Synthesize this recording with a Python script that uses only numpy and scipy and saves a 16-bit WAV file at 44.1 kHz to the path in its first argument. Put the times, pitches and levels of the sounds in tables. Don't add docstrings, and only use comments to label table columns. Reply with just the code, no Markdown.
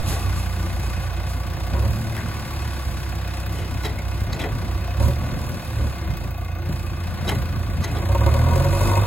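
import sys
import numpy as np
from scipy import signal
from scipy.fft import rfft, irfft, next_fast_len
from scipy.io import wavfile
from scipy.ndimage import uniform_filter1d, map_coordinates

SR = 44100
rng = np.random.default_rng(int(sys.argv[2]) if len(sys.argv) > 2 else 0)


def rack_gain(trim_db):
    fader = np.asarray(trim_db, float)
    return 10 ** (fader / 20)


def master_out(mix):
    frames = np.transpose(np.atleast_2d(mix))
    ceiling = np.clip(frames, -1, 1)
    pcm = np.round(ceiling * 32767).astype(np.int16)
    wavfile.write(sys.argv[1], SR, pcm)


N = 399546
TIME = np.arange(N) / SR
COARSE = np.arange(0, N / SR + .01, .001)

# time_s, firing_rate_hz
SPEED = [(0, 30.37), (.7, 29.68), (1.68, 29.96), (1.86, 36.64), (2.26, 36.89), (3.19, 32.27), (4.17, 32.28),
         (4.9, 30.54), (5.09, 38.42), (5.43, 39.54), (5.97, 34.39), (6.22, 28.88), (7.6, 28.67),
         (8.0, 27.66), (8.25, 37.31), (8.5, 42.97), (8.7, 47.5), (9.06, 50.7)]
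# start_s, hold_s, load_db
PEDAL = [(0, 1, 1.5), (1.72, 0.17, 6), (2.2, 0.25, -5), (4.3, 0.23, -10), (4.68, 0.067, 2),
         (4.985, 0.1, 9.5), (5.15, 0.17, -1.5), (5.3, 0.31, -21), (5.76, 0.065, 3), (5.93, 0.51, -3),
         (7.92, 0.13, 4.5), (8.09, 0.48, 8.5), (8.19, 0.095, 2), (8.6, 0.17, 5), (8.81, 0.11, 9.5),
         (8.97, .2, 8)]
# time_s, depth_db
ECHO_NULLS = [(0, 1), (1.62, -4), (1.85, -4), (2.05, 5), (2.3, 6), (2.55, -8), (2.93, -20), (3.12, -4),
              (4.2, -2), (4.42, 16), (4.8, -1), (5.9, -4.5), (6.12, -13), (6.38, 3), (8.03, 9), (8.15, -3),
              (8.72, -2.5), (8.84, -18)]
# order, level_db (over the 3rd order)
UPPER_ORDERS = [(1.5, -48), (2.5, -32), (3.5, -16.5), (5, -25), (5.5, -27.5), (6, -22), (7, -31.5)]
# order, start_s, hold_s, level_db
SINGING_ORDERS = [(4, 0.2, 1.3, -39), (6, 0.35, 0.38, -44), (7, .2, 0.56, -46), (6, 1.87, 0.69, -44),
                  (5, 1.9, .8, -53), (4, 1.8, .5, -42.5), (5, 3.0, 0.66, -45), (4, 4.2, .3, -46),
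                  (6, 5.3, 0.39, -43), (4, 6.5, 1.36, -48), (5, 6.5, 0.93, -42), (7, 7.1, .8, -45),
                  (6, 8.36, 0.096, -31.5), (7, 9.9, .2, -37.5)]
CYLINDERS = [-9.5, -5.5, -8.5, -6.5]
# time_s, level_db
CLATTER = [(0.0, -41), (1.41, -43), (1.71, -42.5), (2.5, -42), (2.98, -43.5), (5.78, -43), (5.98, -44),
           (6.25, -45), (6.45, -43), (6.65, -44), (6.86, -45.5), (7.29, -41.5), (7.6, -44.5), (8.18, -41.5),
           (8.33, -40), (9.06, -36.5)]
# start_s, hold_s, level_db
SHOVES = [(0, 0.14, 0), (.4, 0.42, -2.5), (1.9, 0.36, 3.5), (2.9, 0.022, 5.5), (3.84, 0.13, 4),
          (4.28, 0.36, 7), (5.16, 0.4, 6.5), (6.06, 0.056, 5.5), (6.21, 0.037, 5.5), (6.31, 0.22, -3.5),
          (6.67, 0.064, 4), (5.78, 0.086, 6.5), (6.8, 0.26, 1), (7.2, 0.26, 4.5), (7.55, 0.4, 4.5),
          (7.98, 0.25, -2)]
# start_s, hold_s, level_db
LULLS = [
    (6.3, .3, -5.5),
    (2.3, 1.2, 1.5),
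]
# frequency_hz, level_db (per Hz)
RUMBLE_COLOUR = [(20, -120), (28, -70), (45, -3.5), (80, -3.5), (130, -6), (200, -14.5), (300, -19.5),
                 (420, -120)]
# frequency_hz, width_hz, level_db
PANEL_MODES = [(355.2, 18, 0), (551.5, 103, -1.5), (731, 8.2, -14.5), (948.5, 81, -5.5), (1072, 440, -10)]
# frequency_hz, width_hz, level_db
BLOCK_MODES = [(337.9, 20, 8.5), (513.5, 32, -1), (698, 58, 4), (883, 82, -7), (1135.7, 29.3, 2.5),
               (1473.5, 24.3, 0.5), (2105, 47, -2), (2540, 50, -0.5), (3666, 79, -9.5), (4500, 83, -15.5),
               (6350, 28, -14.5)]
# frequency_hz, level_db (per Hz)
ROAR_COLOUR = [(120, -2), (200, -5.5), (413, -15.5), (1120, 0.5), (1290, -8.5), (1490, -1), (1890, -6),
               (2550, -9), (6000, -14), (7800, -101), (13200, -120)]
# frequency_hz, level_db (per Hz)
VALVE_COLOUR = [(2500, -120), (3500, -8.5), (5000, -1), (6500, -8), (9000, -2.5), (12000, -8.5),
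                (13500, -1.5), (15500, -14), (16500, -31)]
# frequency_hz, level_db (per Hz)
TAPPET_COLOUR = [(9000, -120), (11500, -8.5), (13400, -15), (15500, -8), (16500, -7.5)]
# time_s, level_db (over the block)
PUMP_LEVEL = [
    (0, 8.5),
    (1.6, -2.5),
    (3.6, -10),
    (6, 3.5),
    (9.06, 4),
]
# frequency_hz, level_db (per Hz)
SLIDE_COLOUR = [(400, -120), (600, 0), (1500, -10), (4000, -3.5), (7000, -6), (11000, -4.5), (14000, -11),
                (16500, -29)]
# start_s, hold_s, level_db (over the faint dust hiss)
POURS = [(0, 0.87, 9), (0, 0.043, 7), (.06, 0.085, 20.5), (.2, 0.16, 9.5), (.36, 0.39, 10.5),
         (.82, 0.042, 12), (1.0, 0.04, 22), (1.27, 0.038, 23), (1.9, 1.14, 16), (3.5, 0.063, 21.5),
         (5.0, 0.06, 27), (5.2, 0.73, 16), (8.12, 1, 13.5), (8.7, 0.18, 13.5)]
# time_s (middle of the scrape), level_db, rise_s, ringing_hz, body_db
CLANKS = [(.13, -39.5, .025, 780, 8), (0.835, -42, .002, 860, 8), (2.149, -47, 0.002, 2040, -6),
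          (2.167, -38, 0.0018, 2050, -4), (2.179, -48, .002, 2400, -8), (2.19, -44, 0.019, 1590, 0),
          (2.206, -43, 0.0026, 2430, -4), (2.215, -45, 0.002, 2180, -8), (3.6, -44.5, 0.05, 3000, 11),
          (3.856, -33, 0.013, 3900, 4.5), (3.99, -42.5, 0.0086, 2224, 0), (4.33, -38, 0.0052, 4500, 1),
          (4.333, -44, 0.0038, 6370, -6), (4.347, -42, 0.011, 7160, 8), (4.398, -37, 0.0062, 2544, 0),
          (4.402, -44, .006, 3500, -5), (4.418, -38, .016, 3300, 6), (4.441, -36.5, 0.0045, 2520, 8),
          (4.443, -39, .007, 1790, 4), (4.46, -37, .008, 710, 10), (7.252, -43, 0.002, 1490, 22),
          (7.283, -31.5, 0.0097, 3880, 13), (7.292, -33, 0.0056, 3080, -7), (7.297, -31.5, .005, 2000, -5),
          (7.308, -43.5, .008, 6370, 3), (7.319, -33.5, 0.009, 2110, 11), (7.357, -43.5, 0.0052, 4010, 0),
          (7.846, -35.5, 0.012, 6370, 4), (7.971, -41, 0.014, 3450, 11)]
# frequency_hz, width_hz, level_db
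STEEL_MODES = [(274, 110, -4.5), (429, 35, 4.5), (650, 44, -3.5), (860, 120, -1), (1470, 100, -8),
               (1980, 104, 3), (3230, 100, -8), (3980, 110, 2), (5190, 120, -9), (6370, 82, -5),
               (2610, 47, -11.5), (7750, 120, -3), (12600, 140, -13), (12400, 220, -15)]
# time_s, peak_db, pitch_hz
THUDS = [(0.432, -40, 72.7), (0.502, -37, 62.6), (1.578, -27, 86.1), (2.008, -9, 113), (2.455, -30, 70.0),
         (2.708, -31, 76.4), (4.218, -5, 78.9), (4.32, -29, 61.2), (5.003, -20, 78.1), (5.23, -27, 126),
         (5.409, -4, 79), (5.57, -13, 146), (6.015, -9, 89.6), (6.212, -22, 76.1), (6.695, -7, 150),
         (7.159, -19, 83.6), (7.693, -8, 132)]
# time_s, peak_db, upper_db (upper modes over middle), hold_s
KNOCKS = [(1.748, -27.5, 2, 0.048), (1.836, -23, -6, 0.042), (5.002, -17, -5, 0.029),
          (5.026, -23, 0, 0.058), (5.084, -21.5, -9, 0.054), (5.78, -44, -21, 0.027),
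          (7.958, -30, -5, 0.022), (8.024, -25, -5.5, 0.018), (8.059, -26, -1, 0.018),
          (8.093, -19.5, -5, 0.05), (8.151, -14, 3, 0.023), (8.211, -17, -2, 0.038),
          (8.265, -12.5, -1, 0.031), (8.295, -25, -13, 0.024), (8.343, -16, -6, 0.041),
          (8.42, -36, 3, 0.03), (8.464, -20, 2, 0.038), (8.511, -26.5, 10.5, 0.041),
          (8.56, -11.5, -11, 0.031), (8.6, -14.5, -5, 0.027), (8.642, -18, 1, 0.016),
          (8.651, -14, -9, 0.044), (8.73, -15.5, -3, 0.048), (8.811, -13, 1, 0.012), (8.85, -26, 7, 0.023),
          (8.885, -23, 6, 0.029), (8.915, -20, 5.5, 0.05), (8.971, -12.5, 2.5, 0.026),
          (9.036, -26.5, 6, 0.058)]
# frequency_hz, level_db
PANEL_DIPS = [(760, 0), (830, -12), (900, 0), (1230, 0), (1320, -10), (1420, -3)]
# frequency_hz, lead_rad
LEAD = [(0, 0), (1720, .75), (2410, .45), (4200, 1.7), (5200, 2.8), (5700, 3.1), (6150, 2), (6500, .5),
        (6900, 0), (15700, -4 * np.pi)]
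# frequency_hz, level_db
TILT = [(60, -2), (110, -1), (200, -1), (380, 1), (700, 1), (1290, 3.5), (2380, 3), (4400, -1.5),
        (8120, -2.5), (15000, -0.5)]
# frequency_hz, likeness_ratio
ALIKE = [(40, .86), (600, .86), (3000, .72), (5000, .74), (6000, .78), (7000, .9), (8500, .94),
         (11000, .88), (13500, .94), (15500, .86)]

PRESS_S, LIFT_S = 0.045, 0.075
IDLE_HZ, TONE_DB = 30.74, -28
FIRST_DB, FIRST_DB_PER_HZ, FIRST_LOAD = -55.5, 1.88, 0.45
FIRST_FULL_HZ = 43.7
FOURTH_DB, LOPE_DB_PER_HZ, FOURTH_LOAD = -54.5, 8, 0.52
PIPE_S = .035
SLIP_FROM_HZ, SLIP_OVER_HZ, SLIP_RAD = 31, 5, 2.2
SING_FADE_S = 0.094
USUAL_DB = -43
RUMBLE_DB, RUMBLE_LOAD = -34, 0.94
BOOM_DB, BOOM_CLATTER, BOOM_LOAD, SHOVE_BOOM = -37.5, 1, 1.2, 0.99
VALVE_DB, VALVE_CLATTER, VALVE_LOAD = -51, 1, 0.25
BLOCK_LOAD = 0.22
UNEVEN_DB, ALTERNATE_DB, RAP = 1.0, 1.2, 6.5
LAG_CYCLES = 4
TAPPET_STEADY = 0.94
PING_HZ, PING_AT, PING_LENGTH = 1183, 0.64, 0.31
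ECHO_PING_AT, ECHO_PING_DB = 3.8, -3.5
DUST_DB, POUR_RISE_S, POUR_FALL_S = -65, 0.054, 0.12
TREBLE_DB, TREBLE_DB_PER_OCTAVE = -5, 1.5
DULL_DB_PER_OCTAVE = 14
RING_DB, RING_T60_S = -3, .03
LOW_CUT_HZ = 42
LOW_MODE_DB = -9
EARLY_S = .003
TOP_HZ = 15880


def unit(x):
    return x / np.sqrt(np.mean(x ** 2) + 1e-20)


def along(points, hz):
    f, v = np.transpose(points)
    return np.interp(np.log(hz + 1), np.log(f + 1), v)


def curve(rows):
    return np.interp(TIME, *np.transpose(rows))


def swells(rows, rise, fall):
    total = 0
    for start, hold, db in rows:
        rising = (COARSE - start) / rise + .5
        falling = (start + hold - COARSE) / fall + 1
        total = total + db * np.clip(np.minimum(rising, falling), 0, 1)
    return np.interp(TIME, COARSE, total)


def wobble(rate):
    knots = rng.standard_normal(int(N * rate / SR) + 4)
    return np.interp(TIME, COARSE, map_coordinates(knots, [COARSE * rate]))


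def filtered(x, response):
    m = next_fast_len(N + SR // 2)
    return irfft(rfft(x, m) * response(np.fft.rfftfreq(m, 1 / SR)), m)[..., :N]


def modes(peaks):
    def response(f):
        total = 0
        for k, (hz, width, db) in enumerate(peaks):
            total = total + (-1) ** k * rack_gain(db) * 1j * f * width / (hz * hz - f * f + 1j * f * width)
        return total
    return response


def resonator(x, hz, width, db):
    return rack_gain(db) * signal.lfilter(*signal.iirpeak(hz, hz / width, SR), x)


def coloured(points):
    return lambda f: rack_gain(along(points, f))


def coloured_noise(points):
    return unit(filtered(rng.standard_normal((2, N)), coloured(points)))


def firings():
    return np.cumsum(curve(SPEED)) / SR + 1.14


def puffs(decay, floor_db, scatter_db, size=90):
    turn = firings()
    shot = turn.astype(int)
    size_db = np.asarray(CYLINDERS)[shot % 4] + scatter_db * rng.standard_normal(shot[-1] + 1)[shot]
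    gate = rack_gain(floor_db) + rack_gain(size_db) * np.exp(-(turn - shot) / decay)
    return uniform_filter1d(gate, size=size) * rng.standard_normal((2, N))


def levels():
    load = np.maximum(swells(PEDAL, PRESS_S, LIFT_S), 0)
    shove = swells(SHOVES, PRESS_S, LIFT_S)
    extra = curve(CLATTER) - USUAL_DB
    rumble_db = RUMBLE_DB + RUMBLE_LOAD * load + shove
    boom_db = BOOM_DB + BOOM_LOAD * load + BOOM_CLATTER * extra + SHOVE_BOOM * shove
    block_db = USUAL_DB + extra + BLOCK_LOAD * load
    valve_db = VALVE_DB + VALVE_CLATTER * extra + VALVE_LOAD * load
    return rumble_db, boom_db, block_db, valve_db


def exhaust():
    rate, null = curve(SPEED), curve(ECHO_NULLS)
    load = swells(PEDAL, PRESS_S, LIFT_S)
    first_db = FIRST_DB + FIRST_DB_PER_HZ * (np.minimum(rate, FIRST_FULL_HZ) - IDLE_HZ) + FIRST_LOAD * load
    second_db = TONE_DB + load - np.maximum(null, 0)
    third_db = TONE_DB + load + np.minimum(null, 0)
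    fourth_db = FOURTH_DB + LOPE_DB_PER_HZ * np.maximum(IDLE_HZ - rate, 0) + FOURTH_LOAD * load
    phase = 2 * np.pi * np.interp(TIME - PIPE_S, TIME, firings())
    slip = SLIP_RAD * np.clip((rate - SLIP_FROM_HZ) / SLIP_OVER_HZ, 0, 1)
    tone = np.zeros(N)
    for order, db in enumerate([first_db, second_db, third_db, fourth_db], 1):
        angle = order * (phase + 2.7 + .1 * wobble(8)) - .9 + (order == 3) * slip
        tone += rack_gain(db + .8 * wobble(11)) * np.sin(angle)
    for order, db in UPPER_ORDERS:
        pipe_db = 3 * np.exp(-((order * rate - 240) / 16) ** 2)
        level = rack_gain(third_db + db + pipe_db + 3.4 * wobble(4))
        tone += level * np.sin(order * phase + 0.5 * wobble(4.3))
    for order, start, hold, db in SINGING_ORDERS:
        shape = swells([(start, hold, 1)], SING_FADE_S, SING_FADE_S)
        tone += shape * rack_gain(db + 2.5 * wobble(9)) * np.sin(order * phase + .7 * wobble(7))
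    reflection = .8 * np.roll(tone, 190) * wobble(11)
    return np.sqrt(2) * np.array([tone, reflection])


def rumble():
    return coloured_noise(RUMBLE_COLOUR) * rack_gain(levels()[0] + 1.5 + 2.2 * wobble(22))


def boom():
    gap = [(780, 3.5), (840, -28), (900, 2.0)]
    ringing = unit(filtered(puffs(0.95, 21, 3.3), lambda f: modes(PANEL_MODES)(f) * rack_gain(along(gap, f))))
    return ringing * rack_gain(levels()[1] - 9.0 + 0.13 * wobble(12))


def block():
    block_db = levels()[2]
    ring_puffs, roar_puffs = puffs(.26, -14, 1.4, size=160), puffs(.28, -10, 1.5, size=260)
    shot = firings().astype(int)
    count = np.arange(shot[-1] + 1)[:, None]
    uneven_db = UNEVEN_DB * rng.standard_normal((len(count), len(BLOCK_MODES)))
    luck = rack_gain(uneven_db + ALTERNATE_DB * (-1) ** count)
    rapped = ring_puffs + RAP * np.diff(shot, prepend=0) * [[1], [-1]]
    ring = np.zeros((2, N))
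    for k, (hz, width, db) in enumerate(BLOCK_MODES):
        delayed = np.roll(luck[shot, k] * rapped, int(LAG_CYCLES * SR / hz), axis=1)
        ring += (-1) ** k * rack_gain(1.4 * wobble(6)) * resonator(delayed, hz, width, db)
    roar = unit(filtered(roar_puffs, coloured(ROAR_COLOUR)))
    calm_db = .7 * np.clip(block_db + 42, 0, 12)
    roar_db = -1.5 - calm_db + swells(LULLS, PRESS_S, LIFT_S)
    return (unit(ring) + rack_gain(roar_db) * roar) * rack_gain(block_db + 4.0 + .5 * wobble(9))


def valves():
    ticks = unit(filtered(puffs(.28, -9.5, 2.6), coloured(VALVE_COLOUR)))
    return ticks * rack_gain(levels()[3] + swells(LULLS, PRESS_S, LIFT_S) + 4.5 + 1.4 * wobble(8.6))


def tappets():
    ticks = unit(filtered(puffs(.22, -16, 4.5), coloured(TAPPET_COLOUR)))
    tick_db = levels()[3] - TAPPET_STEADY * (curve(CLATTER) - USUAL_DB)
    return ticks * rack_gain(tick_db + 2.0 + 0.96 * wobble(13))


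def pump():
    turn = firings()
    size_db = 2 * rng.standard_normal(int(turn[-1]) // 4 + 1)[turn.astype(int) // 4]
    shape = np.exp(-((turn % 4 - PING_AT) / PING_LENGTH) ** 2)
    shape += rack_gain(ECHO_PING_DB) * np.exp(-(2 * (turn % 4 - ECHO_PING_AT) / PING_LENGTH) ** 2)
    level = rack_gain(levels()[2] + curve(PUMP_LEVEL) + size_db)
    return level * shape * np.sin(2 * np.pi * PING_HZ * TIME) * [[1], [.3]]


def stones():
    pour_db = swells(POURS, POUR_RISE_S, POUR_FALL_S)
    return coloured_noise(SLIDE_COLOUR) * rack_gain(DUST_DB + pour_db + 0.56 * wobble(8.8))


def bucket():
    out, age = np.zeros((2, N + SR)), np.arange(SR // 4) / SR
    hz = np.fft.rfftfreq(len(age), 1 / SR)
    steel = modes(STEEL_MODES)(hz) + rack_gain(-14)
    low = 1 / (1 + 1j * hz / 3600) ** 2
    for s, db, rise, ring_hz, body_db in CLANKS:
        late = (age - 3 * rise) / rise
        grit = rng.standard_normal((2, len(age))) * (1 + 1.5 * (rng.random(len(age)) < .02))
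        sharp_shape = np.exp(np.where(late < 0, late, -1.3 * late)) * (1 + 0.3 * np.exp(-(late / 0.4) ** 2))
        dull_shape = np.exp(np.where(late < 0, -.5 * late ** 2, -late / 3.2))
        scrape = rfft(grit * sharp_shape) * (1 - low) + rfft(grit * dull_shape) * low
        treble_db = TREBLE_DB + TREBLE_DB_PER_OCTAVE * np.log2(ring_hz / 3000)
        dull_db = DULL_DB_PER_OCTAVE * min(np.log2(ring_hz / 3400), 0)
        colour = [(500, body_db), (2500, 0), (4000, dull_db), (9000, treble_db), (13000, treble_db),
                  (15500, treble_db - 13)]
        body = steel + modes([(ring_hz, 150, 2)])(hz)
        clank = irfft(rack_gain(along(colour, hz)) * body * scrape, len(age))
        clank = clank / np.sqrt(np.sum(clank[0] ** 2) / (2 * rise * SR))
        after = np.maximum(age - 2.5 * rise, 0)
        struck = rack_gain(RING_DB - 60 * after / (RING_T60_S + 4 * rise)) * np.sin(2 * np.pi * ring_hz * after)
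        if rise < .01:
            clank = clank + struck * [[1], [.3]]
        at = round((s - 3 * rise) * SR)
        out[:, at:at + len(age)] += rack_gain(db + 7.5) * clank
    return out[:, :N]


def jolts():
    out, age = np.zeros(N + SR), np.arange(SR // 8) / SR
    for s, db, hz in THUDS:
        shape = rack_gain(db - 2.0 - 60 * age / 0.031) * (1 - np.exp(-age / 0.00057))
        out[round(s * SR):][:len(age)] += shape * np.sin(2 * np.pi * hz * age)
    return filtered(out[:N], lambda f: (1j * f / (LOW_CUT_HZ + 1j * f)) ** 3) * [[1], [.3]]


def panels():
    out, age = np.zeros((2, N + SR)), np.arange(SR // 6) / SR
    hz, _, mode_db = np.transpose(PANEL_MODES)[..., None]
    for s, db, upper_db, hold in KNOCKS:
        shape = (1 - np.exp(-age / 0.0013)) * np.exp(-(age / hold) ** 3)
        balance_db = np.array([LOW_MODE_DB, 0, 0, upper_db + 2.0, upper_db + 2.0])[:, None]
        level = rack_gain(db - 6.5 + mode_db + balance_db)
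        pitch = rng.normal(1, 0.012, hz.shape)
        start = rng.random((2,) + hz.shape) * [[[.25]], [[1]]]
        ring = np.sum(level * np.sin(2 * np.pi * (hz * pitch * age + start)), axis=1)
        crack = rack_gain(db - 16.5 - 60 * age / 0.059) * rng.standard_normal(len(age))
        crack += rack_gain(db + 1 - 60 * age / 0.055) * resonator(rng.standard_normal(len(age)), 570, 700, 0)
        at = round((s - EARLY_S) * SR)
        out[:, at:at + len(age)] += shape * ring + crack
    return filtered(out[:, :N], coloured(PANEL_DIPS))


def ports(parts, lead):
    def turn(hz):
        return np.arccos(np.clip(along(ALIKE, hz), 0, 1)) / 2

    def half(hz):
        return rack_gain(along(TILT, hz) / 2) * np.exp(.5j * lead(hz))

    direct, diffuse = filtered(parts, lambda hz: [np.cos(turn(hz)), np.sin(turn(hz))])
    pair = np.array([direct + diffuse, direct - diffuse])
    return filtered(pair, lambda hz: [half(hz), 1 / half(hz)])


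def drop_weaker(x):
    z = signal.stft([x[0] + x[1], x[0] - x[1]], nperseg=2048)[2]
    bands = z[:, :1024].reshape(2, 128, 8, -1)
    power = uniform_filter1d(np.sum(abs(bands) ** 2, axis=2), size=2, axis=1)
    level = 10 * np.log10(power + 1e-20)
    faint = level[0, 2:8].mean(axis=0) - level[:, 24:36].mean(axis=(0, 1))
    need_db = 0.13 * (faint - faint.mean()) + 3.5 * np.linspace(-1, 1, len(faint))
    flutter_db = 3.2 * rng.standard_normal(len(faint))
    margin_db = 7.35 + flutter_db - need_db * (np.arange(128) < 37)[:, None]
    keep = level > level[::-1] - margin_db
    keep[:, :22] = True
    z[:, :1024] *= np.repeat(keep, 8, axis=1)
    mid, side = signal.istft(z, nperseg=2048)[1][:, :N] / 2
    return np.array([mid + side, mid - side])


def scene():
    def lead(hz):
        return np.interp(hz, *np.transpose(LEAD))

    def bucket_lead(hz):
        return lead(hz) * np.where(hz < 6900, .3, 1)

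    engine = exhaust() + rumble() + boom() + block() + valves() + tappets() + pump()
    machine = engine + stones() + jolts() + panels()
    return ports(machine, lead) + ports(bucket(), bucket_lead)


def low_pass(x):
    return signal.sosfilt(signal.butter(12, 17100, fs=SR, output="sos"), x)


def record(dry):
    band = filtered(dry, lambda hz: hz < TOP_HZ)
    mix = drop_weaker(band)
    return low_pass(mix)


dry = scene()
out = record(dry)
master_out(out)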